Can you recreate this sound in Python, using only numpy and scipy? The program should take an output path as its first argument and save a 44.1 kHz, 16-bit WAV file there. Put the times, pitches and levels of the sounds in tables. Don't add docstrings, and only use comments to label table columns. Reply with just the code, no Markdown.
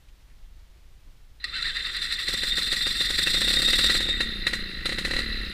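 import sys
import numpy as np
from scipy import signal
from scipy.fft import rfft, irfft
from scipy.io import wavfile

SR = 44100
rng = np.random.default_rng(int(sys.argv[2]) if len(sys.argv) > 2 else 0)


def to_wav(sig):
    pcm = np.clip(np.atleast_2d(sig), -1, 1) * 32767
    pcm = np.round(pcm).astype(np.int16)
    wavfile.write(sys.argv[1], SR, pcm.T)


N = 243873
T = np.arange(N) / SR
REFERENCE_SPEED = 30
MOTOR_ON_S, MESH_S, RELEASE_S, RUN_UP_S = 1.399, 1.44, 3.97, .17


def undb(db):
    return 10 ** (np.asarray(db) / 20)


def curve(rows, column=1):
    rows = np.array(rows)
    return np.interp(T, rows[:, 0], rows[:, column])


def revs_db(speed, power):
    return 20 * power * np.log10(np.maximum(speed / REFERENCE_SPEED, 1e-6))


def unit(x):
    return x / np.sqrt(np.mean(x ** 2))


def noise():
    return rng.standard_normal(N)


def cut(x, hz, kind, order=2):
    return signal.sosfilt(signal.butter(order, hz, kind, fs=SR, output="sos"), x)


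def waver(hz):
    return unit(cut(noise(), hz, "low"))


def coloured(spectrum):
    hz, db = np.transpose(spectrum)
    bins_hz = np.arange(N // 2 + 1) * SR / N
    gain = undb(np.interp(np.log(bins_hz + 1), np.log(hz), db))
    return unit(irfft(rfft(noise()) * gain, N))


def resonate(x, modes):
    return sum((-1) ** k * undb(db) * signal.lfilter(*signal.iirpeak(hz, hz / width, SR), x)
               for k, (hz, width, db) in enumerate(modes))


def impulses(times, sizes):
    return np.bincount(np.clip(times * SR, 0, N - 1).astype(int), sizes, N)


def bursts(times, db, rise_s, decay_s):
    t = T[:SR // 4]
    shape = (1 - np.exp(-(t / rise_s) ** 2)) * np.exp(-t / decay_s)
    return signal.fftconvolve(impulses(times, undb(db)), shape / shape.max())[:N]


def impacts(per_s, scatter_db, contact_s):
    hits = (rng.random(N) < per_s / SR) * undb(scatter_db * np.clip(noise(), -2, 2))
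    energy = signal.lfilter([1], [1, -np.exp(-2 / (contact_s * SR))], hits ** 2)
    return unit(np.sqrt(energy) * noise())


def throb(turns, at, depth_db):
    return undb(depth_db * np.cos(2 * np.pi * (turns - at)))


# frequency in Hz, relative spectral density in dB.
WIND_SPECTRUM = [(10, -11.5), (24, -3.5), (38, -8), (55, -10), (80, -21.5), (120, -26), (200, -36.5),
                 (400, -40.5), (1000, -57.5)]
# frequency in Hz, relative spectral density in dB.
FIELD_SPECTRUM = [(88, -66), (150, -75), (567, -4.5), (1510, -6.5), (1870, -5.5), (2020, -4.5),
                  (2180, -6.5), (3890, -7), (15000, -25.5)]


def air(speed, breeze_db=-48, wash_db=-35, field_db=-66):
    wash = undb(wash_db + revs_db(speed, power=1.04))
    wind = np.hypot(undb(breeze_db), wash) * coloured(WIND_SPECTRUM)
    return wind + undb(field_db + 0.5 * waver(13)) * coloured(FIELD_SPECTRUM)


# start in seconds, level in dB, pitch in Hz, decay in seconds.
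HAND_TAPS = [(.081, -60, 2680, .008), (.295, -65, 2000, 0.032), (.563, -64, 220, 0.0058),
             (.76, -65, 140, .012), (1.07, -57, 199, 0.011)]


def handling():
    taps = 0
    for start, db, hz, decay_s in HAND_TAPS:
        envelope = bursts(np.array([start]), np.array([db]), rise_s=0.0051, decay_s=decay_s)
        taps = taps + envelope * unit(resonate(noise(), [(hz, hz / 2, 0)]))
    return taps


def starter_drive(onset_db=-19, release_db_per_s=174):
    rise_db = onset_db * np.clip(1 - (T - MOTOR_ON_S) / RUN_UP_S, 0, 1)
    return (T > MOTOR_ON_S) * undb(rise_db - release_db_per_s * np.maximum(T - RELEASE_S, 0))


# time in seconds, mean tooth rate in Hz, mean level in dB.
TOOTH_NOTE = [(1.45, 1100, -50), (1.5, 1250, -64), (1.535, 1320, -40), (1.61, 1480, -43),
              (1.68, 1720, -33.5), (1.74, 1750, -43), (2.2, 1750, -56)]


def starter_whine(turns, caught_s, swing=0.12):
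    hz = curve(TOOTH_NOTE) * (1 + swing * np.cos(2 * np.pi * turns)) * (1 + .012 * waver(200))
    phase = 2 * np.pi * np.cumsum(hz) / SR
    level = undb(curve(TOOTH_NOTE, column=2) + 2 * waver(120)) * throb(turns, at=.07, depth_db=4)
    return (T > MESH_S) * (T < caught_s) * level * (np.sin(phase) + .65 * np.sin(2 * phase))


# frequency near top speed in Hz, relative level in dB.
WHEEL_MODES = [(3510, -13), (3634, -13), (3725, 0), (7563, -25), (7727, -26), (8074, -26)]


def gear_wheel(speed, level_db=-30, free_at_s=4.117, fade_db_per_s=39, width_hz=16):
    stiffening = 1 + .0011 * (speed - speed.max() + 2)
    stretched_s = np.cumsum(stiffening) / SR
    free_s = np.maximum(T - free_at_s, 0)
    ring = 0
    for hz, db in WHEEL_MODES:
        amplitude = 0.13 + .5 * waver(width_hz) + .5j * waver(width_hz)
        damping_db = 0.015 * max(hz - 3800, 0) * free_s
        ring = ring + undb(db - damping_db) * np.real(amplitude * np.exp(2j * np.pi * hz * stretched_s))
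    level = undb(level_db + revs_db(speed, power=1) - fade_db_per_s * free_s)
    engaged = np.clip((T - MESH_S) / RUN_UP_S, 0, 1)
    return engaged * level * undb(3 * waver(100)) * unit(ring)


# frequency in Hz, bandwidth of one stage in Hz, gain in dB.
GEAR_MODES = [(3510, 150, -1), (3780, 300, -1), (4090, 260, 0), (4660, 300, -5), (5250, 250, -13),
              (5620, 160, -13), (6630, 80, -23), (7600, 300, -12), (8050, 160, -15), (8380, 250, -13),
              (9110, 260, -16), (9750, 600, -20), (10600, 300, -28), (11100, 300, -26), (13400, 500, -23),
              (13900, 300, -21)]


def ring_gears(x):
    return sum(undb(db) * resonate(resonate(x, [(hz, width, 0)]), [(hz, width, 0)])
               for hz, width, db in GEAR_MODES)


# start in seconds, relative level in dB.
PINION_CLASHES = [(1.4404, -11), (1.6227, -12), (1.7663, -17), (2.02, -24), (2.1226, -12.5),
                  (2.2812, -14.5), (2.3753, -27), (2.7162, -13), (3.185, -12), (3.262, -13.5), (3.374, -19),
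                  (3.537, -10.5), (3.618, -8.5), (3.79, -13), (3.895, -19)]


def starter_grind(speed, push, grind_db=-29.5):
    times, clash_db = np.transpose(PINION_CLASHES)
    contacts = impacts(per_s=190, scatter_db=-1.5, contact_s=0.014)
    teeth = push * undb(grind_db + revs_db(speed, power=0.75)) * contacts
    clash = bursts(times, clash_db - 15.5, rise_s=0.00037, decay_s=0.0059) * noise()
    grind = ring_gears(teeth + 1.3 * clash) / np.std(ring_gears(noise()))
    dull = np.interp(T, [1.5, 2.4], [1, 0])
    grind = dull * cut(grind, 4000, "low", order=1) + (1 - dull) * grind
    casing_ring = cut(undb(17) * resonate(clash, CASING_MODES), 1240, "high", order=6)
    return grind + casing_ring


def high_flicker(speed, hz=10120, per_s=14, level_db=-52):
    times = np.cumsum(rng.uniform(.5, 1.5, 160)) / per_s
    times = times[times < T[-1]]
    running_fast = np.clip((speed - 24) / 4, 0, 1)
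    flicker_db = level_db + 2 * rng.standard_normal(len(times))
    flicker = bursts(times, flicker_db, rise_s=0.00085, decay_s=0.0095)
    return running_fast * flicker * np.sin(2 * np.pi * hz * T)


# frequency in Hz, relative spectral density in dB.
GAS_SPECTRUM = [(600, -5.5), (1500, 20), (4500, 16), (6300, 8.5), (8500, 12.5), (10000, 6.5), (12000, -3),
                (15500, -2.5)]
# frequency in Hz, bandwidth in Hz, relative gain in dB.
THIN_STEEL_MODES = [(8380, 80, -6), (10120, 30, -4), (11110, 60, 0)]


def gas_hiss(rattle, drive, fired, hiss_db):
    puff = bursts(fired, hiss_db + 3, rise_s=0.0022, decay_s=0.021)
    leak = rattle * undb(-26.5 + 5.5 * drive + 3.5 * waver(45)) * (T > MESH_S)
    return (puff + leak) * (coloured(GAS_SPECTRUM) + undb(1.5) * resonate(noise(), THIN_STEEL_MODES))


# frequency in Hz, bandwidth in Hz, relative gain in dB.
CASING_MODES = [(1385, 173, -10.5), (1915.5, 128, 3), (2696, 95, -4.5), (2900, 45, -15), (3740, 105, 1.5),
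                (4050, 75, 10), (4680, 147, -2), (5200, 35, -4)]


def casing(turns, rattle, fired, knock_db):
    play = rattle * throb(2 * turns, at=0.71, depth_db=2.5)
    knock = bursts(fired, knock_db + 1, rise_s=0.0019, decay_s=0.0096)
    ring = 0
    for mode in CASING_MODES:
        chatter = play * impacts(per_s=1100, scatter_db=0.5, contact_s=0.0028)
        ring = ring + resonate(chatter + knock * noise(), [mode])
    ring = ring / np.std(resonate(noise(), CASING_MODES))
    radiated = cut(ring, 1100, "high", order=7)
    return cut(radiated, 3840, "low", order=4)


# multiple of the crank speed, relative level in dB.
CRANK_ORDERS = [(5, -12), (6, -2), (7, 0), (8, -9), (9, -6), (10, -6), (11, -7), (12, -7), (13, -7),
                (14, -8), (15, -8)]
# frequency in Hz, bandwidth in Hz, gain in dB.
HUM_RESONANCES = [(207, 68, 0), (350, 100, -2), (440, 70, -10)]
HUM_ONSET_SPEEDS = [3.3, 38.5]


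def exhaust_hum(turns, speed, level_db=-40, waver_db=1.5):
    hum = 0
    for order, order_db in CRANK_ORDERS:
        lift = sum(undb(db) / (1 + (2 * (order * speed - hz) / width) ** 4)
                   for hz, width, db in HUM_RESONANCES)
        hum = hum + undb(order_db + waver_db * waver(12)) * lift * np.sin(2 * np.pi * order * turns)
    onset = np.interp(speed, HUM_ONSET_SPEEDS, [0, 1])
    return undb(level_db + revs_db(speed, power=.2)) * onset * hum


# frequency in Hz, bandwidth in Hz, gain in dB.
PIPE_MODES = [(145, 21, 4.5), (204.6, 33, 3.5), (360, 110, 3), (536, 44.3, 5.5), (743, 196, -7.5)]


def exhaust(turns, speed, drive, fired, bark_db, delay_s=0.0015, echo_s=0.00526, echo_gain=0.077):
    strokes = np.flatnonzero(np.diff(np.floor(turns)) > 0)
    pumping = undb(-1.5 + revs_db(speed, power=1))
    puffs = cut(impulses(T[strokes] + delay_s, pumping[strokes]), 260, "low", order=1)
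    murmur = cut(noise(), 220, "low", order=1)
    flow_db = -34.5 + 3 * drive
    flow = undb(flow_db) * np.sqrt(speed / REFERENCE_SPEED) * throb(turns, at=0.34, depth_db=1) * murmur
    pulse = undb(bark_db + 36.5)
    direct = impulses(fired + delay_s, pulse)
    reflected = echo_gain * impulses(fired + delay_s + echo_s, pulse)
    ring = resonate(direct + reflected + puffs + flow, PIPE_MODES)
    return cut(cut(ring, 97, "high"), 1230, "low")


# time in seconds, speed in turns per second.
CRANK_SPEED = [(1.43, 0), (1.46, 9), (2.26, 12), (2.3, 20.5), (3.05, 21), (3.7, 37), (4.0, 37),
               (4.23, 33.6), (4.44, 26.8), (4.55, 31.7), (4.82, 24), (4.89, 31.5), (5.05, 31.7),
               (5.2, 39.6), (5.53, 28.5)]
COMPRESSION_TIMES = [1.56, 1.67, 1.775, 1.868, 1.96, 2.035, 2.12, 2.205]


def crankshaft(fired):
    speed = curve(CRANK_SPEED)
    turns = np.cumsum(speed) / SR
    top_times = np.concatenate([COMPRESSION_TIMES, fired])
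    at_top = np.interp(top_times, T, turns)
    whole = np.cumsum(np.round(np.diff(at_top, prepend=0)))
    return speed, turns + np.interp(T, top_times, whole - at_top)


def combustion(fired, force_db, turns, speed):
    revs = np.interp(fired, T, speed)
    stale = np.round(np.diff(np.interp(fired, T, turns), prepend=0)) == 1
    bark_db = -30 + .2 * force_db + revs_db(revs, power=.6) - 2.5 * stale
    knock_db = -21 + force_db + revs_db(revs, power=0.72) - 11.5 * stale
    hiss_db = -36 + 0.35 * force_db - 10 * stale
    return bark_db, knock_db, hiss_db


# start in seconds, relative force in dB.
IGNITIONS = [(2.285, -6), (2.336, 6.5), (2.431, -4.5), (2.579, -1), (2.724, 1.5), (2.865, -0.5), (3.005, 1),
             (3.101, -6), (3.187, -5), (3.268, 5), (3.341, -0.5), (3.377, -13), (3.413, 13.5), (3.444, -19),
             (3.475, 13.5), (3.506, 8), (3.537, -4), (3.568, 5), (3.595, -5), (3.625, 4), (3.68, 0.5),
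             (3.73, 2.5), (3.787, 3.5), (3.84, -0.5), (3.894, 6.5), (3.946, 1), (4.003, -3.5), (4.058, -44),
             (4.086, 8), (4.203, 3), (4.465, 6), (4.53, 1.5), (4.854, 1.5), (4.889, 7), (4.92, 8.5),
             (4.982, -2.5), (5.047, -0.5), (5.077, -12), (5.107, 10), (5.133, 8.5), (5.161, 8), (5.186, 10)]


def scene():
    fired, force_db = np.transpose(IGNITIONS)
    speed, turns = crankshaft(fired)
    drive = starter_drive()
    bark_db, knock_db, hiss_db = combustion(fired, force_db, turns, speed)
    load = throb(turns, at=.02, depth_db=drive * np.interp(speed, [12, 21], [4.2, 3]))
    starter_shake = drive * undb(-31)
    engine_shake = undb(-33 + revs_db(speed, power=1.24))
    rattle = np.hypot(starter_shake, engine_shake)
    pipe = exhaust(turns, speed, drive, fired, bark_db) + exhaust_hum(turns, speed)
    body = casing(turns, rattle * load, fired, knock_db) + gas_hiss(rattle, drive, fired, hiss_db)
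    starter = starter_grind(speed, drive * load) + starter_whine(turns, fired[0]) + gear_wheel(speed)
    return (pipe + body + starter + high_flicker(speed) + handling() + air(speed))[None]


def record(dry):
    return signal.sosfilt(signal.ellip(10, .2, 70, 15250, fs=SR, output="sos"), dry)


dry = scene()
out = record(dry)
to_wav(out)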